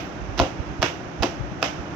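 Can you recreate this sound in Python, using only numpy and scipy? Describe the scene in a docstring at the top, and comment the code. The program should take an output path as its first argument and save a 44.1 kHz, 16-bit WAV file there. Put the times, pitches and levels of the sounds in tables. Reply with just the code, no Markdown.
"""A wire strainer full of pulp is knocked four times against a bowl in a small kitchen.
Each tap is a brief scrape, then a cluster of contacts: the bowl knocks low, the steel rim
clacks and ticks on the bowl's edge, and the shaken mesh crackles. The kitchen answers with a
short echo. Soft handling thumps and low room noise lie underneath, all picked up by a dull
microphone on the left and a bright one on the right."""
import sys
import numpy as np
from scipy import signal
from scipy.fft import rfft, irfft, next_fast_len
from scipy.io import wavfile
from scipy.ndimage import uniform_filter1d, minimum_filter1d

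SR = 44100
rng = np.random.default_rng(int(sys.argv[2]) if len(sys.argv) > 2 else 0)


def inscribe(sig):
    """Save sig as 16-bit PCM at rate SR to the path in sys.argv[1].

    A 1-D sig is mono; a 2-D sig holds one channel per row.
    Samples are clipped to [-1, 1] before scaling.
    """
    pcm = np.round(np.clip(np.atleast_2d(sig).T, -1, 1) * 32767)
    wavfile.write(sys.argv[1], SR, pcm.astype(np.int16))


N = 85995

# The hits that make up the four taps. Each row: start in seconds, bowl level in dB, rim and tick
# level in dB, mesh level in dB, length of the push in seconds, pitch the contact favours in Hz.
TAP_CONTACTS = [(0.3852, -22, -34, -19.5, 0.00034, 1660), (0.392, -37, -10, -6.5, 0.00037, 1660),
                (0.3992, 3, -11.5, -9, 0.00053, 649), (0.4144, -9, -28.5, -11, 0.0012, 535),
                (0.4179, 5, -31, -32, 0.0028, 535), (0.4355, -5.5, -44, -24, 0.0017, 535),
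                (0.8268, -4, -27, -7.5, 0.00017, 910), (0.8275, -31, -1.5, -3.5, .0002, 1660),
                (0.8293, -6, -12.5, -5.5, 0.00075, 670), (0.841, -2, -30, -23.5, 0.0044, 352),
                (1.2263, -10, -23, -25, 0.00068, 770), (1.2320, -9, -9, -7.5, 0.00033, 1140),
                (1.2363, -17, -24, -11, 0.00046, 2820), (1.2408, 1, -18, -28, 0.0017, 313),
                (1.6262, -8, -19, -6.5, 0.00018, 860), (1.6276, -9, -3, -4, .0002, 2570),
                (1.6330, -13, -36, -34, 0.003, 290), (1.6404, -27, -24, -19, 0.00048, 2780)]
TICK_T60_S, MESH_T60_S = 0.0049, 0.012
RATTLE_DB, RATTLE_T60_S = -24.5, 0.2

def taps(t):
    """Each contact ticks, rings bowl and rim, and shakes the mesh, which rattles on briefly."""
    bowl, rim, shake, snap = 0, 0, 0, 0
    for start, bowl_db, rim_db, mesh_db, push_s, favoured_hz in TAP_CONTACTS:
        age = t - start
        bowl += undb(bowl_db) * bowl_knock(age, favoured_hz, push_s)
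        rim += undb(rim_db) * rim_clack(age, favoured_hz)
        snap += undb(rim_db) * fade(age, TICK_T60_S)
        rattle = undb(RATTLE_DB) * fade(age, RATTLE_T60_S)
        shake += undb(mesh_db) * (fade(age, MESH_T60_S) + rattle)
    return bowl, rim, mesh_crackle(shake), edge_tick(snap)

# The bowl's low modes. Each row: pitch in Hz, level in dB, 60 dB decay time in seconds.
BOWL_MODES = [(288.4, -19.5, 0.085), (341.4, -21, 0.096), (535, -29.5, 0.24), (684, -17, 0.042),
              (772, -15, 0.025), (911, -13.5, 0.028), (996, -17.5, 0.061), (1237, -29, 0.011)]

def bowl_knock(age, favoured_hz, push_s):
    """The body of the hit: the bowl rings in opposite polarity to the rim."""
    return -ring(age, BOWL_MODES, favoured_hz, push_s)

# The rim's bright modes. Each row: pitch in Hz, level in dB, 60 dB decay time in seconds.
RIM_MODES = [(1452, -7.5, 0.019), (1660, -10.5, 0.016), (2200, -21, 0.007), (2576, -9.5, 0.013),
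             (2670, -16, 0.0083), (2960, -16.5, 0.014), (3390, -23, 0.015), (4170, -18, 0.0047),
             (5180, -6.5, 0.016), (5430, -19, 0.0045), (6200, -2, 0.0065)]

def rim_clack(age, favoured_hz):
    """The steel rim rings, choked at once by hand and pulp."""
    return ring(age, RIM_MODES, favoured_hz)

FAVOUR_DB, FAVOUR_OCTAVES = 7.5, 0.12
MODE_SCATTER, CONTACT_RISE_S = 0.01, 0.00057

def ring(t, modes, favoured_hz, push_s=0):
    """A struck body: the point of contact lifts nearby pitches; a longer push dulls the high ones."""
    live = (t >= 0) & (t < .5)
    out, age = np.zeros(N), t[live]
    for (hz, db, t60), chance in zip(modes, rng.standard_normal(len(modes))):
        lift_db = FAVOUR_DB * np.exp(-(np.log2(hz / favoured_hz) / FAVOUR_OCTAVES) ** 2)
        gain = undb(db + lift_db) / (1 + (hz * push_s) ** 2)
        detuned_hz = hz * (1 + MODE_SCATTER * chance)
        out[live] += gain * fade(age, t60) * np.sin(2 * np.pi * detuned_hz * age)
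    attack = 1 - np.exp(-np.maximum(t, 0) / CONTACT_RISE_S)
    return out * attack

# The mid-forward tone of the mesh. Each row: frequency in Hz, relative level in dB.
MESH_EQ = [(200, -7), (600, -1), (1400, 5), (2000, -7), (2700, 0.5), (4100, -3.5), (5400, -2), (9000, -11),
           (15000, -10.5)]

def mesh_crackle(shake, level_db=-5.5):
    """Shaken wires give a gritty noise that follows the shake."""
    return undb(level_db) * shake * unit(colour(grit(grain_db=1.5), MESH_EQ))

# The crisp top of the tick. Each row: frequency in Hz, relative level in dB.
TICK_EQ = [(2000, -23.5), (5000, 2.5), (8000, -4.5), (15000, -5)]

def edge_tick(snap, level_db=-1):
    """Steel meets the bowl's edge with a snap of bright noise."""
    return undb(level_db) * snap * unit(colour(rng.standard_normal(N), TICK_EQ))

# The scrape leading into each tap. Each row: start in seconds, hold in seconds, level in dB.
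SCRAPE_CUES = [(0.3756, 0.029, -24), (0.816, 0.008, -26), (1.222, 0.017, -22), (1.617, 0.012, -29.5)]
# Its raspy tone. Each row: frequency in Hz, relative level in dB.
SCRAPE_EQ = [(200, 3.5), (700, 8), (1500, 4), (3000, 0), (5500, 5.5), (15000, -4)]

def scrapes(t, release_t60_s=.012):
    """Just before the rim lands, wires catch on the bowl's edge in a dense run of tiny clicks."""
    clicks = unit(colour(grit(grain_db=4), SCRAPE_EQ))
    envelope = 0
    for start, hold, db in SCRAPE_CUES:
        release = fade(np.maximum(t - start - hold, 0), release_t60_s)
        envelope += undb(db) * (t >= start) * release
    return clicks * envelope

# Low handling bumps. Each row: peak time in seconds, pitch in Hz, width in seconds,
# left level in dB, right level in dB.
THUMP_CUES = [(0.229, 58, 0.079, -46, -21.5), (0.296, 93, 0.028, -27, -19.5), (0.356, 55, 0.16, -37, -22),
              (0.408, 85.3, 0.012, -5.5, -17), (0.424, 79, 0.032, -30, -10.5), (0.602, 67, 0.018, -32, -11),
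              (0.701, 65.3, 0.078, -46, -22), (0.798, 70, 0.012, -37, -11),
              (0.836, 153.3, 0.041, -23.5, -27.5), (1.209, 63, 0.021, -33, -9.5),
              (1.408, 107.4, 0.017, -11.5, -53), (1.437, 55.4, 0.13, -13.5, -50),
              (1.521, 140, 0.0064, -16, -43), (1.802, 79, 0.028, -49, -20.5)]

def handling_thumps(t):
    """Soft pushes swell and die away, unequal at the two microphones."""
    out = 0
    for peak, hz, width, left_db, right_db in THUMP_CUES:
        age = t - peak
        swell = np.exp(-2 * np.sqrt(2) * np.abs(age) / width)
        out += undb([[left_db], [right_db]]) * swell * np.cos(2 * np.pi * hz * age)
    return out

# Slaps off the nearest walls. Each row: delay in seconds, level in dB.
WALL_SLAPS = [(0.014, -15), (.033, -19)]
WALL_SPREAD_S, EARLY_DB, EARLY_T60_S = 0.0013, -22, 0.15

def early_reflections(x, t):
    """The table and walls throw the sound back in quick, scattered bursts."""
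    bursts = [(fade(t, EARLY_T60_S), EARLY_DB)]
    bursts += [(np.exp(-((t - delay) / WALL_SPREAD_S) ** 2), db) for delay, db in WALL_SLAPS]
    response = diffuse() * sum(undb(db) * shape / np.linalg.norm(shape) for shape, db in bursts)
    return signal.fftconvolve(x[None], response, axes=1)[:, :N]

# The kitchen's reverb. Each row: band centre in Hz, level in dB, 60 dB decay time in seconds.
TAIL_BANDS = [(60, -10, .12), (140, 2.5, 0.21), (206, -15.5, 0.65), (320, -9.5, 0.19), (580, -5.5, 0.27),
              (1210, -9.5, 0.36), (2030, -3, 0.35), (3170, -4.5, 0.31), (4300, -10.5, 0.39),
              (5700, -2, 0.36), (14000, -8, 0.43)]
PREDELAY_S, BUILD_S = 0.0077, 0.0026

def kitchen_tail(x, t):
    """A fully scattered tail: each band stores the sound's energy and loses it at its own rate."""
    noise_spectrum = rfft(diffuse())
    age = np.maximum(t - PREDELAY_S, 0)
    tail = 0
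    for k, (_, db, t60) in enumerate(TAIL_BANDS):
        band = curve([(row[0], j == k) for j, row in enumerate(TAIL_BANDS)], N)
        power = irfft(rfft(x) * band, N) ** 2
        decay = (fade(age, t60) * (1 - np.exp(-age / BUILD_S))) ** 2
        energy = signal.fftconvolve(power, decay / decay.sum())[:N]
        tail += undb(db) * np.sqrt(np.abs(energy)) * unit(irfft(noise_spectrum * band, N))
    return tail

# The tone of the echo that opens the scene. Each row: frequency in Hz, relative level in dB.
OPENING_EQ = [(300, 0.5), (1000, -5), (2700, -4), (4300, -8.5), (6000, -7), (14000, -8)]

def opening_echo(t, level_db=-30.5, t60=0.45):
    """The room is still fading from an earlier tap."""
    return undb(level_db) * fade(t, t60) * unit(colour(diffuse(), OPENING_EQ))

# The bass-heavy noise bed. Each row: frequency in Hz, relative level in dB.
ROOM_TONE_EQ = [(25, -26), (45, 0), (75, 2), (120, 1.5), (175, -1.5), (235, -9), (305, 0), (360, -3),
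                (430, -10.5), (680, -9.5), (1000, -13), (1500, -10), (2600, -20), (4300, -27.5),
                (6000, -20.5), (14000, -34.5)]

def room_tone(t, level_db=-33.5, waver_db=.5, waver_hz=9):
    """A low, gently wavering background."""
    waver = np.interp(t * waver_hz, np.arange(N), rng.standard_normal(N))
    noise = irfft(rfft(diffuse()) * undb(curve(ROOM_TONE_EQ, N)), N)
    return unit(noise) * undb(level_db + waver_db * waver)

# The room's stereo image. Each row: frequency in Hz, likeness of left and right from 0 to 1.
STEREO_LIKENESS = [(50, 0.66), (130, .7), (300, 0.85), (640, 0.42), (1400, 0.01), (3000, 0)]

def diffuse():
    """White noise from all around: alike on both sides in the bass, unrelated in the treble."""
    likeness = np.clip(curve(STEREO_LIKENESS, N), 0, 1)
    mid, side = rfft(rng.standard_normal((2, N)))
    mid *= np.sqrt((1 + likeness) / 2)
    side *= np.sqrt((1 - likeness) / 2)
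    return irfft(np.array([mid + side, mid - side]), N)

def grit(grain_db):
    """White noise roughened by random spikes."""
    return rng.standard_normal(N) * undb(grain_db * rng.exponential(size=N))

def undb(db):
    """Decibels to gain."""
    return 10 ** (np.asarray(db) / 20)

def unit(x):
    """Scale to rms 1."""
    return x / np.sqrt(np.mean(x ** 2))

def fade(t, t60):
    """Exponential decay from t = 0, down 60 dB after t60 seconds."""
    return (t >= 0) * np.exp(-np.log(1000) * np.maximum(t, 0) / max(t60, 1e-4))

def curve(table, size):
    """Spread (Hz, value) points over the bins of a spectrum, on a log frequency scale."""
    hz, values = np.array(table, float).T
    return np.interp(np.log(np.fft.rfftfreq(size, 1 / SR) + 1), np.log(hz), values)

def colour(x, table):
    """Minimum-phase EQ through (Hz, dB) points."""
    size = 2 * next_fast_len(N)
    cepstrum = irfft(np.log(undb(curve(table, size))))
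    cepstrum[1:size // 2] *= 2
    cepstrum[size // 2 + 1:] = 0
    return irfft(rfft(x, size) * np.exp(rfft(cepstrum)))[..., :N]

BOWL_SEND_DB, RIM_SEND_DB, MESH_SEND_DB = -1.5, -6, 2

def scene():
    """The strainer up front, its echo behind it, handling and room tone underneath."""
    t = np.arange(N) / SR
    bowl, rim, mesh, tick = taps(t)
    scrape = scrapes(t)
    strainer = bowl + rim + mesh + tick + scrape
    send = scrape + undb(BOWL_SEND_DB) * bowl + undb(RIM_SEND_DB) * rim + undb(MESH_SEND_DB) * mesh
    echo = kitchen_tail(send, t) + early_reflections(send, t)
    return strainer + echo + opening_echo(t) + handling_thumps(t) + room_tone(t)

# The dull left microphone. Each row: frequency in Hz, gain in dB.
DULL_MIC_EQ = [(60, -9), (200, 2.5), (400, -0.5), (700, 5.5), (1300, -4.5), (2000, -10.5), (2700, -12),
               (4000, -16.5), (5500, -31), (7200, -29.5), (8800, -46.5), (10800, -25), (14000, -17)]
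# The bright right microphone. Each row: frequency in Hz, gain in dB.
BRIGHT_MIC_EQ = [(60, -2), (210, 2), (330, 1.5), (700, 2), (1300, 2), (1650, 0.5), (2100, 1.5), (2700, 4.5),
                 (4300, -1), (6000, -2.5), (7000, -11.5), (7900, -20), (8900, -48.5), (11000, -53.5),
                 (14000, -41.5)]
RUMBLE_CUT_HZ, TOP_CUT_HZ = 43, 14500
CEILING, LIMITER_WINDOW_S = .92, .003

def record(dry):
    """Two microphones feed a rumble filter, a fast peak limiter and a steep top cut."""
    heard = np.array([colour(dry[0], DULL_MIC_EQ), colour(dry[1], BRIGHT_MIC_EQ)])
    heard = signal.sosfilt(signal.butter(2, RUMBLE_CUT_HZ, "high", fs=SR, output="sos"), heard)
    window = int(LIMITER_WINDOW_S * SR)
    peak = np.abs(heard).max(axis=0)
    gain = minimum_filter1d(CEILING / np.maximum(peak, CEILING), 2 * window)
    heard *= uniform_filter1d(uniform_filter1d(gain, window), window)
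    return signal.sosfilt(signal.ellip(8, .2, 70, TOP_CUT_HZ, fs=SR, output="sos"), heard)

dry = scene()
out = record(dry)
inscribe(out)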